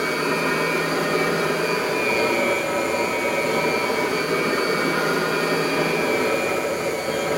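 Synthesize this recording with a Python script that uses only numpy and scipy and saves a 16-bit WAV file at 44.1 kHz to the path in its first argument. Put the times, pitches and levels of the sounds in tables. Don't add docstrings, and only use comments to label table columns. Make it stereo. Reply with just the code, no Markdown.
import sys
import numpy as np
from scipy import signal
from scipy.io import wavfile

SR = 44100
rng = np.random.default_rng(int(sys.argv[2]) if len(sys.argv) > 2 else 0)


def materialize(psi):
    bounded = np.clip(np.atleast_2d(psi).T, -1, 1)
    quanta = np.round(bounded * 32767).astype(np.int16)
    wavfile.write(sys.argv[1], SR, quanta)


N = 325017
TIME = np.arange(N) / SR
SLOTS, BLADES, MAINS_PULSE_HZ = 14, 10, 120

# (time [s], nearness [0 = at arm's length, 1 = at the feet])
STROKE_TURNS = [(-1.4, .6), (.95, .05), (2.85, .83), (5.15, .02), (6.8, .93), (8.8, .1)]
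# (time [s], shaft speed [turns/s])
SHAFT_SPEED = [(0.0, 161.64), (0.61, 162.7), (0.99, 164.07), (1.67, 164.57), (2.56, 163.87), (3.02, 160.98),
               (3.52, 160.7), (4.0, 161.26), (4.37, 161.38), (4.76, 161.81), (5.12, 163.44), (5.58, 164.47),
               (6.01, 164.9), (6.53, 163.98), (7.0, 160.9), (7.37, 160.43)]

# (centre [Hz], width [Hz], nearness [0..1], gain [dB])
POSITION_BANDS = [(258, 36, 0.66, 6), (279.4, 15.4, 0.22, 7.5), (351, 53, 0.77, 3.5), (410, 21, 0.5, 2),
                  (489, 47, 0.16, 5.5), (556, 49, 0.23, -12), (580, 52, 0.092, 7.5), (552, 36, 0.71, 2),
                  (908, 64, 0.81, -11), (1300, 43, 0.62, 7), (1370, 250, 0.5, -5.5), (2325, 70, 0.64, 8),
                  (2630, 130, 0.43, 9), (3380, 1030, 0.69, 5), (3530, 130, .02, -10),
                  (4285, 100, 0.71, 11.5), (5500, 980, 0.099, -5.5), (7250, 330, 0.51, 3),
                  (7040, 440, 0.81, 10.5)]
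# (frequency [Hz], likeness [-1..1])
STEREO_LIKENESS = [(60, .9), (200, .95), (450, .84), (800, .6), (1800, .55), (3200, .25), (4400, .5),
                   (5600, -.3), (6700, .2), (8300, -.92), (9900, .55), (11400, .8), (13300, -.92),
                   (15200, .75)]
# (frequency [Hz], left minus right [dB])
STEREO_BALANCE = [(60, 1.5), (220, -1), (600, -1.1), (1800, -0.7), (3000, 0.5), (4400, -2), (5700, -8.5),
                  (7500, 5), (15000, -2)]

# (time [s], relative level [dB])
SHAFT_HUM = [(0.0, -42.5), (0.57, -34), (1.71, -36.5), (2.01, -60), (2.73, -41), (2.83, -65), (3.24, -49),
             (3.63, -33.5), (3.89, -51), (4.33, -33), (4.59, -50.5), (4.88, -35), (6.01, -35), (6.11, -47),
             (7.16, -44.5), (7.37, -35)]
# (far level [dB], near level [dB])
BRUSH_ROLL = (-57.5, -51)
WHIRR_ORDERS = (8, 9, 12, 13)
# (far level [dB], near level [dB])
WHIRR_LEVELS = [(-49, -46), (-43, -53), (-55, -56), (-57, -59)]
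# (time [s], blade tone level [dB], octave level [dB])
BLADE_TONES = [(0.0, -50.5, -50), (0.42, -36.5, -52), (1.38, -41, -46), (1.86, -43, -58), (2.52, -46, -39),
               (2.64, -39, -52), (2.94, -56.0, -61), (3.15, -43, -46.5), (4.11, -45, -46), (4.32, -49, -50),
               (4.83, -56, -49), (5.19, -59, -44), (5.46, -38, -51.5), (6.09, -39, -43.5), (6.66, -43, -57),
               (6.81, -60, -63), (7.14, -36.5, -40), (7.36, -42, -47)]

# (time [s], mid level [dB], side level [dB])
SLOT_TONE = [(0.0, -37.0, -40.0), (0.06, -28.5, -36.5), (0.18, -34.0, -33.0), (0.27, -45.5, -47.0),
             (0.54, -33.5, -41.0), (0.69, -31.0, -47.5), (0.96, -41.5, -41.0), (1.11, -40.5, -46.5),
             (1.17, -31.0, -31.0), (1.23, -27.5, -33.5), (1.35, -44.0, -36.5), (1.41, -32.0, -32.5),
             (1.5, -42.0, -43.5), (1.56, -34.0, -41.5), (1.62, -46.0, -38.5), (1.68, -35.5, -45.5),
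             (2.01, -42.0, -38.5), (2.07, -28.5, -44.0), (2.16, -31.5, -47.0), (2.25, -43.0, -37.5),
             (2.34, -29.0, -37.5), (2.58, -28.0, -42.0), (2.7, -49.5, -39.0), (2.91, -37.0, -37.5),
             (2.97, -42.0, -42.5), (3.06, -34.5, -38.5), (3.27, -28.5, -41.5), (3.33, -39.0, -35.0),
             (3.39, -27.5, -36.0), (3.48, -35.5, -36.5), (3.57, -29.5, -40.0), (3.72, -38.5, -28.5),
             (3.87, -29.5, -30.0), (3.93, -40.0, -37.5), (3.99, -28.0, -39.0), (4.11, -37.0, -39.5),
             (4.2, -31.5, -50.0), (4.26, -42.0, -42.0), (4.35, -30.5, -35.0), (4.41, -29.5, -49.0),
             (4.5, -36.0, -39.0), (4.92, -30.0, -36.5), (5.04, -44.5, -37.0), (5.1, -36.0, -38.5),
             (5.31, -46.0, -35.5), (5.37, -39.0, -43.0), (5.52, -34.0, -35.5), (5.7, -41.0, -40.5),
             (5.85, -32.0, -35.5), (6.06, -35.5, -39.0), (6.15, -27.0, -38.0), (6.21, -34.0, -43.5),
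             (6.42, -34.5, -32.5), (6.72, -42.5, -37.5), (7.02, -36.5, -33.0), (7.17, -51.0, -33.0),
             (7.26, -36.5, -29.0), (7.36, -46.0, -31.0)]
# (time [s], mid level [dB], side level [dB])
UPPER_SIDEBAND = [(0.0, -46.0, -42.0), (0.42, -30.5, -39.0), (0.6, -40.5, -38.5), (0.75, -29.0, -40.5),
                  (0.87, -38.0, -29.5), (1.02, -43.5, -30.5), (1.11, -35.0, -39.5), (1.32, -44.0, -44.0),
                  (1.5, -35.0, -46.5), (1.56, -41.5, -43.5), (1.71, -30.5, -40.5), (1.92, -42.5, -43.5),
                  (1.95, -30.5, -36.0), (2.07, -26.0, -33.0), (2.34, -31.0, -35.5), (2.43, -39.0, -36.0),
                  (2.61, -31.5, -36.5), (2.73, -42.5, -49.0), (2.79, -33.0, -43.5), (2.88, -39.0, -44.0),
                  (2.94, -32.0, -45.5), (3.06, -33.0, -33.0), (3.18, -39.5, -35.0), (3.36, -35.0, -50.0),
                  (3.42, -32.0, -33.5), (3.51, -43.5, -44.0), (3.63, -30.5, -44.0), (3.81, -29.5, -46.5),
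                  (3.9, -47.0, -44.5), (4.14, -41.0, -37.0), (4.2, -29.5, -44.5), (4.29, -43.5, -41.5),
                  (4.41, -32.0, -43.5), (4.74, -43.0, -43.0), (5.07, -42.5, -35.5), (5.25, -45.0, -47.0),
                  (5.37, -31.0, -39.0), (5.46, -38.0, -32.5), (5.58, -38.0, -48.0), (5.73, -32.0, -42.5),
                  (5.79, -35.0, -47.5), (6.0, -31.5, -35.5), (6.15, -41.5, -40.0), (6.27, -33.5, -33.0),
                  (6.48, -31.0, -41.5), (6.75, -43.5, -44.5), (6.87, -36.0, -42.5), (6.96, -50.5, -38.5),
                  (7.23, -35.0, -34.5), (7.36, -49.5, -43.5)]
# (time [s], level [dB])
OUTER_SIDEBAND = [(0.0, -55), (0.21, -38), (0.69, -38), (0.81, -53), (1.02, -51), (1.14, -54), (1.77, -45),
                  (2.58, -52), (3.33, -34), (3.6, -51.5), (3.69, -44.5), (3.84, -53), (4.11, -44.5),
                  (4.53, -55), (4.83, -59), (4.92, -52), (5.13, -46), (5.64, -44), (6.0, -51), (6.66, -55),
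                  (6.87, -50), (7.36, -59)]
# (time [s], level [dB])
LOWER_SIDEBAND = [(0, -45), (1.35, -48), (2.19, -38), (2.4, -39), (2.8, -41), (4, -46), (4.6, -58),
                  (5, -45), (5.7, -48), (6.2, -52), (7.37, -64)]
# (time [s], relative level [dB])
SLOT_OCTAVE = [(0.0, -41.5), (0.66, -44.0), (0.72, -52.0), (0.93, -39.0), (0.99, -47.5), (1.71, -41.0),
               (1.98, -47.0), (2.22, -40.0), (2.52, -52.0), (2.91, -50.5), (2.97, -41.0), (3.33, -55.0),
               (3.42, -44.5), (3.96, -41.0), (4.05, -49.0), (4.2, -36.5), (4.41, -45.0), (4.5, -40.0),
               (5.19, -45.0), (5.55, -40.0), (5.82, -42.5), (6.66, -55.0), (6.78, -45.5), (6.93, -51.0),
               (7.02, -43.0), (7.36, -52.5)]
# (far level [dB], near level [dB], sidebands against the harmonic [dB])
SLOT_HARMONICS = [(-55.5, -51.5, -5), (-56, -57, -6)]

# (frequency [Hz], far level [dB per Hz], near level [dB per Hz])
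AIR_SPECTRUM = [(25, -98, -95), (60, -70.5, -77), (116, -75, -61.5), (147.5, -57, -63.5),
                (336, -51.5, -52.5), (634, -52.5, -52.5), (680, -58, -63.5), (2300, -64, -65),
                (3180, -67.5, -76), (6000, -71.5, -78.5)]
# (frequency [Hz], far level [dB per Hz], near level [dB per Hz])
AIR_TOP = [(7500, -77, -76.5), (11000, -77, -78.5), (15500, -82, -82.5)]
# (time [s], gain [dB])
ROAR_SWELL = [(0.0, -3.1), (0.55, -2.5), (1.3, 1), (1.7, 0.8), (2.3, 2.5), (2.7, 0.1), (3.4, 0.1),
              (4.3, -1.5), (4.9, 1.3), (5.35, -1.5), (5.7, 0.5), (6.35, 2), (7.0, -2), (7.37, 1.5)]
# (far centre [Hz], near centre [Hz], width [Hz], far gain [dB], near gain [dB])
MOVING_RESONANCES = [(266, 227, 36, 2.5, 1.5), (320, 279, 22, -1, -10.5), (378, 440, 63, 7.5, -0.5),
                     (438, 441.6, 36.4, 5.5, 9.5), (615, 556, 69, -1, 8.5), (843, 717, 125, 0.1, 7),
                     (1014, 936, 113, 6.5, 12.5), (1250, 1297, 170, 10, 10), (1429, 1483, 106, 11.5, -0.5),
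                     (1577, 1514, 105, 6.5, 6), (1847, 1810, 75, 10.5, 1), (2090, 2140, 86, 2.5, 12),
                     (3180, 3060, 260, 2.2, 3.5), (4800, 4350, 1120, 4.5, 4), (6191, 6330, 600, 1.2, 5.5)]
# (centre [Hz], width [Hz])
HOUSING_BANDS = [(775, 69), (968, 140), (1430, 370)]
# (time [s], low gain [dB], middle gain [dB], high gain [dB])
HOUSING_SWELL = [(0, -3, 1, 4.5), (.6, -5, 6, 1.5), (1.15, 5.5, -5.5, -1), (1.8, -2, 3.5, 3.5),
                 (2.3, 2, 1.5, -1), (2.9, 5, 8.5, -1), (3.4, 0, 2.5, -3), (3.95, 5, 6, 3),
                 (4.4, -10, -5, 1), (5.0, 4, 1, 2), (5.7, 1, -0.5, -1.5), (6.3, 4.5, -0.5, 2),
                 (6.9, 3, -1, -3), (7.37, 4, -2.5, -2)]
# (centre [Hz], width [Hz])
DRONE_BANDS = [(268, 70), (447, 55)]
# (time [s], gain [dB])
LOW_DRONE = [(0, 1.5), (.7, 5), (1.5, -3), (3, -1.5), (4.3, -0.7), (7.37, -1)]
# (time [s], gain [dB])
HIGH_DRONE = [(0, 2.5), (2.05, -1), (2.5, -5.5), (3.4, -1.5), (4, 0), (6.5, 0.5), (7.37, 0.5)]


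def from_db(db):
    return 10 ** (np.asarray(db) / 20)


def in_time(rows, t=TIME):
    times, *columns = np.transpose(rows)
    return [np.interp(t, times, column) for column in columns]


def at_hz(rows, hz):
    points, *columns = np.transpose(rows)
    return [np.interp(np.log(hz + 1), np.log(points), column) for column in columns]


def blend(far, near, nearness):
    return far + (near - far) * nearness


def bell(x, centre, width):
    return np.exp(-(2 * (x - centre) / width) ** 2)


def drift(rate_hz, hop=100, settle=1000):
    pole = np.exp(-2 * np.pi * hop * rate_hz / SR)
    noise = rng.standard_normal(N // hop + settle + 2)
    slow = signal.lfilter([1], [1, -2 * pole, pole * pole], noise)[settle:]
    return np.interp(np.arange(N) / hop, np.arange(len(slow)), slow / slow.std())


def sine(turns):
    return np.sqrt(2) * np.sin((2 * np.pi * (turns % 1)).astype(np.float32))


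def stroke(t=TIME):
    times, nearness = np.transpose(STROKE_TURNS)
    index = np.arange(len(times))
    leg, part = np.divmod(np.interp(t, times, index), 1)
    eased = (1 - np.cos(np.pi * part)) / 2
    return np.interp(leg + eased, index, nearness)


def reflections(hz, nearness, count=10):
    paths = rng.random((count, 2))
    delays_s = .002 + .016 * paths[:, 0]
    shifts_s = .003 * (2 * paths[:, 1] - 1)
    strength = .3 * hz ** 2 / (hz ** 2 + 1700 ** 2)
    echoes = sum(np.exp(-2j * np.pi * hz * (delay + shift * nearness))
                 for delay, shift in zip(delays_s, shifts_s))
    return np.abs(1 + strength * echoes) / np.sqrt(1 + count * strength ** 2)


def room_tone(turns, echo, fade_hz):
    direct, shifted = sine(turns), sine(turns + 1 / 4)
    channels = [direct + echo * (drift(fade_hz) * direct + drift(fade_hz) * shifted) for _ in range(2)]
    return np.array(channels) / np.sqrt(1 + 2 * echo ** 2)


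def mid_side_tone(turns, levels):
    mid_db, side_db = in_time(levels)
    mid = from_db(mid_db) * sine(turns)
    side = from_db(side_db) * sine(turns + .2 * drift(2))
    return np.array([mid + side, mid - side])


def wandering_pan(left_db, swing_db=3.5, rate_hz=3):
    gains = from_db((left_db / 2 + swing_db * drift(rate_hz)) * np.array([[1], [-1]]))
    return gains / np.sqrt(np.mean(gains ** 2, axis=0))


def commutator(shaft, level_db=-68, flicker_db=2.5):
    return sum(from_db(level_db + flicker_db * drift(4)) * sine(order * shaft + rng.random((2, 1)))
               for order in range(37, 72))


def whirr(shaft, nearness):
    return sum(from_db(blend(far_db, near_db, nearness)) * room_tone(order * shaft, echo=1, fade_hz=8)
               for order, (far_db, near_db) in zip(WHIRR_ORDERS, WHIRR_LEVELS))


def hum(shaft, nearness, shaft_gain_db=-1.0):
    motor = from_db(in_time(SHAFT_HUM)[0] + shaft_gain_db) * sine(shaft + .13 * drift(2.6))
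    roll = from_db(blend(*BRUSH_ROLL, nearness)) * sine(shaft / 2 + .073 * drift(2))
    return motor + roll


def fan(shaft, third_harmonic_db=-54):
    levels_db = in_time(BLADE_TONES) + [third_harmonic_db]
    return sum(from_db(level_db) * room_tone(harmonic * BLADES * shaft, echo=1, fade_hz=7.4)
               for harmonic, level_db in enumerate(levels_db, 1))


def whine_overtones(shaft, nearness, octave_gains_db=(1, -4, -16)):
    slot, mains = SLOTS * shaft, MAINS_PULSE_HZ * TIME
    octave_db, = in_time(SLOT_OCTAVE)
    out = 0
    for step in range(-2, 3):
        line = room_tone(2 * slot + step * mains + .11 * drift(1.5), echo=.35, fade_hz=4)
        out += from_db(octave_db + octave_gains_db[abs(step)]) * line * wandering_pan(left_db=-.5)
    for harmonic, (far_db, near_db, sideband_db) in enumerate(SLOT_HARMONICS, 3):
        for step in (-1, 0, 1):
            line = room_tone(harmonic * slot + step * mains, echo=1, fade_hz=6)
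            out += from_db(blend(far_db, near_db, nearness) + sideband_db * abs(step)) * line
    return out


def whine(shaft):
    slot, mains = SLOTS * shaft, MAINS_PULSE_HZ * TIME
    tone = mid_side_tone(slot + .12 * drift(2), SLOT_TONE)
    upper = mid_side_tone(slot + mains + .3 * drift(1), UPPER_SIDEBAND)
    lower = from_db(in_time(LOWER_SIDEBAND)[0]) * room_tone(slot - mains, echo=.5, fade_hz=4)
    outer = from_db(in_time(OUTER_SIDEBAND)[0]) * room_tone(slot + 2 * mains, echo=.3, fade_hz=4)
    return tone + upper + lower + outer


def pulse_hiss(rush, edge_hz=4000, depth=.1, flutter_db=.45):
    hiss = signal.sosfiltfilt(signal.butter(2, edge_hz, "high", fs=SR, output="sos"), rush)
    flutter = from_db(flutter_db * drift(14))
    swell = (1 + depth * np.cos(2 * np.pi * MAINS_PULSE_HZ * TIME)) * flutter
    return rush + hiss * (swell - 1)


def resonances_db(hz, t, nearness, band_reach=.44):
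    gain_db = 0
    for far_hz, near_hz, width, far_db, near_db in MOVING_RESONANCES:
        centre = blend(far_hz, near_hz, nearness)
        gain_db += blend(far_db, near_db, nearness) * bell(hz, centre, width)
    swells_db = in_time(HOUSING_SWELL, t) + in_time(LOW_DRONE, t) + in_time(HIGH_DRONE, t)
    for (centre, width), swell_db in zip(HOUSING_BANDS + DRONE_BANDS, swells_db):
        gain_db += swell_db * bell(hz, centre, width)
    for centre, width, place, band_db in POSITION_BANDS:
        gain_db += band_db * bell(hz, centre, width) * bell(nearness, place, band_reach)
    return gain_db


def rushing_air(crossover_hz=910, surge_db=1.28, surge_hz=4.9, hiss_db=-1.93, gain_db=-.15, frame=4096):
    hz, t, (mid, side) = signal.stft(rng.standard_normal((2, N)), SR, nperseg=frame)
    hz, nearness = hz[:, None], stroke(t)
    treble = hz / (hz + crossover_hz)
    roar_db = in_time(ROAR_SWELL, t)[0] + surge_db * np.interp(t, TIME, drift(surge_hz))
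    level_db = blend(*at_hz(AIR_SPECTRUM + AIR_TOP, hz), nearness) + resonances_db(hz, t, nearness)
    level_db += roar_db * (1 - treble) + hiss_db * treble + gain_db
    likeness, = at_hz(STEREO_LIKENESS, hz)
    pan_db, = at_hz(STEREO_BALANCE, hz)
    mid, side = mid * np.sqrt(1 + likeness), side * np.sqrt(1 - likeness)
    left_lag = np.exp(-2j * np.pi * hz * .00007 * (1 - treble))
    left = (mid + side) * left_lag * from_db(pan_db / 2)
    right = (mid - side) * from_db(-pan_db / 2)
    spectrum = np.array([left, right]) * from_db(level_db) * reflections(hz, nearness)
    return signal.istft(spectrum, SR, nperseg=frame)[1][:, :N] * np.sqrt(SR) / 2


def scene():
    nearness = stroke()
    speed = in_time(SHAFT_SPEED)[0] * (1 + .00035 * drift(25))
    shaft = np.cumsum(speed) / SR
    tones = whine(shaft) + whine_overtones(shaft, nearness) + fan(shaft)
    tones += whirr(shaft, nearness) + commutator(shaft)
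    return pulse_hiss(rushing_air()) + tones + hum(shaft, nearness)


def record(dry, low_cut_hz=36, high_cut_hz=15900):
    dry = signal.sosfilt(signal.butter(3, low_cut_hz, "high", fs=SR, output="sos"), dry)
    return signal.sosfilt(signal.ellip(10, .1, 80, high_cut_hz, fs=SR, output="sos"), dry)


dry = scene()
out = record(dry)
materialize(out)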